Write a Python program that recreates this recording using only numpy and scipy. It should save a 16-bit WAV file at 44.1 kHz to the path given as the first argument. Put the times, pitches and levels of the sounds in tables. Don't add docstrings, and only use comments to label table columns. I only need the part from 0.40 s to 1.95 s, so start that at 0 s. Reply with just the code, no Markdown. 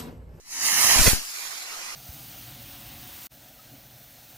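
import sys
import numpy as np
from scipy import signal
from scipy.fft import rfft, irfft, next_fast_len
from scipy.io import wavfile
from scipy.ndimage import uniform_filter1d, map_coordinates

SR = 44100
rng = np.random.default_rng(int(sys.argv[2]) if len(sys.argv) > 2 else 0)


def makeup_ratio(level_db):
    decades = np.asarray(level_db, float) / 20
    return 10 ** decades


def master_out(mix):
    frames = np.transpose(np.atleast_2d(mix))
    ceiling = np.clip(frames, -1, 1)
    pcm = np.round(ceiling * 32767).astype(np.int16)
    wavfile.write(sys.argv[1], SR, pcm)


N = 68355

# f/Hz, density/dB per Hz
BREEZE_SPECTRUM = [(15, 14.5), (40, -13.5), (100, -11), (300, -7), (600, -32)]
# t/s, level/dB, brightness/dB per octave, right port over left/dB
BURN = [(0, -55.5, 1.5, -1.5), (.04, -55.5, 0, -4.5), (0.127, -36, 2, -1.6), (0.171, -33, 1, -4),
        (0.257, -24.5, 1.6, 0.1), (.36, -23, 1.9, -0.1), (0.502, -18.5, 0.94, 0.2), (.62, -19, 0.27, 0),
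        (0.652, -20, 2.7, 0.5), (0.668, -15.5, -0.26, -0.7), (0.701, -22, 2, 3), (0.734, -22.5, 1.4, -4.1),
        (0.802, -34, 0.6, -2), (.87, -36, 1, -2.2), (1.07, -37, -0.37, 2.6), (1.26, -37.5, -1.57, -1.6),
        (1.4, -37.5, -1.4, -0.5), (1.55, -38.5, -2, -0.5)]
# t/s, elevation/1 (0 on the turf, 1 overhead)
CLIMB = [
    (0, 0.016),
    (.57, 0.0069),
    (.7, 0.434),
    (.85, 0.96),
    (1.0, 1.1),
    (1.3, .93),
    (1.55, 0.92),
]
# f/Hz, density/dB per Hz
JET_SPECTRUM = [(60, -12.5), (300, -2), (900, -1.5), (2500, -1), (7000, -4), (8500, -5.5), (10500, -8),
                (15500, -13.5)]
# f/Hz, gain/dB
OVERHEAD_COLOUR = [(200, -15), (700, -0.5), (2500, 2.5), (6000, -0.5), (10000, 6), (15500, 9)]
# f/Hz, gain/dB
RIGHT_PORT_GAIN = [(100, 3.5), (400, 1.5), (1200, 5.5), (3500, 3), (7000, 3), (8500, 5.5), (11000, 9.5),
                   (15500, 10.5)]
# f/Hz, gain/dB
RIGHT_OVERHEAD_GAIN = [(300, 1.2), (1500, 0.5), (3500, 2.5), (8500, -4), (10500, -6), (13000, -2),
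                       (15500, -9)]
# f/Hz, phase/rad
RIGHT_PORT_PHASE = [(50, 0), (900, 1.05), (2600, 1.2), (3800, 3.0), (6200, 3.3), (7800, 2.0), (11000, .5),
                    (15000, -3.1)]
# f/Hz, shared power/1
PORT_LIKENESS = [(60, .3), (250, .7), (1000, .93), (2000, .75), (3000, .3), (5000, .6), (8000, .35),
                 (15000, .3)]
# f/Hz, width/Hz, gain/dB
CASE_SHADOWS = [(7800, 450, -6), (11900, 300, -4), (13800, 500, -8)]
# t/s, f/Hz
TILT_NOTCH = [(0, 3600), (.6, 3500), (.7, 2950), (.79, 3750), (.9, 3200), (1.15, 2800), (1.28, 3200),
              (1.4, 3600), (1.55, 3700)]
# f/Hz, density/dB per Hz
WAKE_SPECTRUM = [(40, -1), (100, -16), (250, 5), (500, -9), (900, -34)]
# t/s, peak pressure/full scale, rise/ms, fall/ms
PUFFS_LEFT = [(.5895, .22, .7, 4), (.593, .34, .7, 8), (.6075, -.2, 1.5, 6), (.615, -.27, 1, 7),
              (.6565, -.13, 3, 5), (.665, .26, 1.5, 3), (.668, .22, .3, .8), (.672, -.34, 1.5, 2.5),
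              (.6781, .55, .3, 2.2), (.6803, -.5, .5, 2.5), (.686, .05, 3, 25), (.718, .08, 1.5, 8),
              (.7327, .4, .5, 5)]
PUFFS_RIGHT = [(.5622, .17, .4, 5), (.5815, -.06, .6, 2.5), (.6685, .17, .5, 5), (.675, -.24, .4, 6),
               (.6778, -.14, .6, 7), (.7155, .05, .5, 3)]
# f/Hz, density/dB per Hz
RASP_SPECTRUM = [(100, 14), (400, -2), (1000, 7), (2500, -23), (6000, -32)]

GUST_S = 0.673


def unit(x):
    return x / np.sqrt(np.mean(np.abs(x) ** 2) + 1e-20)


def along(points, hz):
    f, value = np.transpose(points)
    return np.interp(np.log(hz + 1), np.log(f + 1), value)


def wobble(rate):
    knots = rng.standard_normal(int(N * rate / SR) + 4)
    return map_coordinates(knots, [np.arange(N) * rate / SR])


def filtered(x, response):
    m = next_fast_len(N + SR)
    return irfft(rfft(x, m) * response(np.fft.rfftfreq(m, 1 / SR)), m)[..., :N]


def wind_noise(spectrum):
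    return filtered(rng.standard_normal((2, N)), lambda hz: makeup_ratio(along(spectrum, hz)))


def night():
    lumps = makeup_ratio(4 * np.array([wobble(9.17), wobble(9.7)]))
    breeze = unit(lumps * wind_noise(BREEZE_SPECTRUM))
    port_balance = makeup_ratio([[2], [-2]])
    return makeup_ratio(-58) * breeze * port_balance + makeup_ratio(-68) * rng.standard_normal((2, N))


def turbulence():
    sparks_per_s, spark_db, flutter_db, patchy_db = 2000, 1.3, 0.5, 2.5
    sparks = (rng.random(N) < sparks_per_s / SR) * rng.exponential(1, N)
    rough = makeup_ratio(spark_db * uniform_filter1d(sparks, size=12) * 7.96 + flutter_db * wobble(39.1))
    hz, t, z = signal.stft(rough * rng.standard_normal((3, N)), SR, nperseg=512, noverlap=384)
    patches = uniform_filter1d(rng.standard_normal(z.shape[1:]), size=2, axis=0)
    patches = uniform_filter1d(patches, size=22, axis=1)
    return hz[:, None], t, z * makeup_ratio(patchy_db * unit(patches))


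def turf_comb(hz, up):
    lag_ms = 0.98 + 3.0 * up
    echo = 0.5 * np.clip(1 - up, 0, 1) / (1 + (hz / 4500) ** 2)
    return 1 + echo * np.exp(-2j * np.pi * hz * lag_ms / 1000)


def jet_colour(hz, t, up):
    s, level_db, bright, _ = np.transpose(BURN)
    hump_db = np.interp(np.interp(t, s, level_db), [-40, -22], [10.5, 6])
    hiss_db = hump_db * np.exp(-(np.log2((hz + 1) / 5620) / 0.62) ** 2)
    tilt_db = np.interp(t, s, bright) * np.log2((hz + 300) / 4000)
    colour_db = along(JET_SPECTRUM, hz) + hiss_db + up * along(OVERHEAD_COLOUR, hz) + tilt_db
    colour = makeup_ratio(colour_db) * turf_comb(hz, up)
    return colour / np.sqrt(np.mean(np.abs(colour[8:175]) ** 2, axis=0))


def right_port(hz, t, up, slide):
    duct_hz, lag_ms = 2170, 0.325
    kept = 1 - 0.7 * np.clip(4 * up * (1 - up), 0, 1)
    echo = kept * np.clip(0.38 + (0.3 - 0.38) * up, 0, 0.9)
    duct = np.sqrt(1 - echo ** 2) / np.abs(1 + echo * np.exp(-1j * np.pi * hz / duct_hz))
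    shadow_db = sum(db * np.exp(-((hz - centre) / width) ** 2) for centre, width, db in CASE_SHADOWS)
    gain_db = kept * shadow_db - 7 * slide
    gain_db = gain_db + along(RIGHT_PORT_GAIN, hz) + up * along(RIGHT_OVERHEAD_GAIN, hz)
    s, _, _, right_db = np.transpose(BURN)
    gain_db = gain_db + np.interp(t, s, right_db)
    phase = along(RIGHT_PORT_PHASE, hz) - 2 * np.pi * hz * lag_ms / 1000 * up
    return duct * makeup_ratio(gain_db) * np.exp(1j * phase)


def rocket():
    hz, t, (shared, own_left, own_right) = turbulence()
    up = np.interp(t, *np.transpose(CLIMB))
    alike = along(PORT_LIKENESS, hz) * (1 - 0.25 * np.clip(up, 0, 1))
    left, right = [np.sqrt(alike) * shared + np.sqrt(1 - alike) * own for own in (own_left, own_right)]
    slide = np.exp(-((hz - np.interp(t, *np.transpose(TILT_NOTCH))) / 330) ** 2)
    ports = np.array([makeup_ratio(-2.5 * slide) * left, right_port(hz, t, up, slide) * right])
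    jet = signal.istft(jet_colour(hz, t, up) * ports, SR, nperseg=512, noverlap=384)[1][:, :N]
    s, level_db, _, _ = np.transpose(BURN)
    return unit(jet) * makeup_ratio(np.interp(np.arange(N) / SR, s, level_db + 2.5))


def wake():
    start_s, rise_s, t60_s = 0.528, 0.033, 0.41
    t = np.arange(N) / SR
    fade = np.clip((t - start_s) / rise_s, 0, 1) * makeup_ratio(-60 * np.maximum(t - GUST_S, 0) / t60_s)
    return makeup_ratio(-36.5) * fade * unit(wind_noise(WAKE_SPECTRUM))


def puffs(rows):
    out = np.zeros(N)
    t_ms = np.arange(SR // 10) * 1000 / SR
    ragged = 1 + 0.12 * wobble(700)
    for s, top, rise_ms, fall_ms in rows:
        push = (1 - np.exp(-(t_ms / rise_ms) ** 2)) * np.exp(-t_ms / fall_ms)
        out[round(s * SR):][:len(t_ms)] += top * push / push.max()
    return out * ragged


def rasp():
    width_s = 0.008
    swell = np.exp(-((np.arange(N) / SR - GUST_S) / width_s) ** 2)
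    return makeup_ratio([[-23], [-27]]) * swell * unit(wind_noise(RASP_SPECTRUM))


def scene():
    blast = wake() + np.array([puffs(PUFFS_LEFT), puffs(PUFFS_RIGHT)]) + rasp()
    return night() + rocket() + blast


def low_pass(x):
    return signal.sosfilt(signal.butter(12, 16780, fs=SR, output="sos"), x)


def record(dry):
    clip_top, low_hz, top_hz = 0.85, 5, 15500
    soft = dry / (1 + np.abs(dry / clip_top) ** 4) ** 0.25
    mix = filtered(soft, lambda hz: (hz < top_hz) * 1j * hz / (low_hz + 1j * hz))
    return low_pass(mix)


dry = scene()
out = record(dry)
master_out(out)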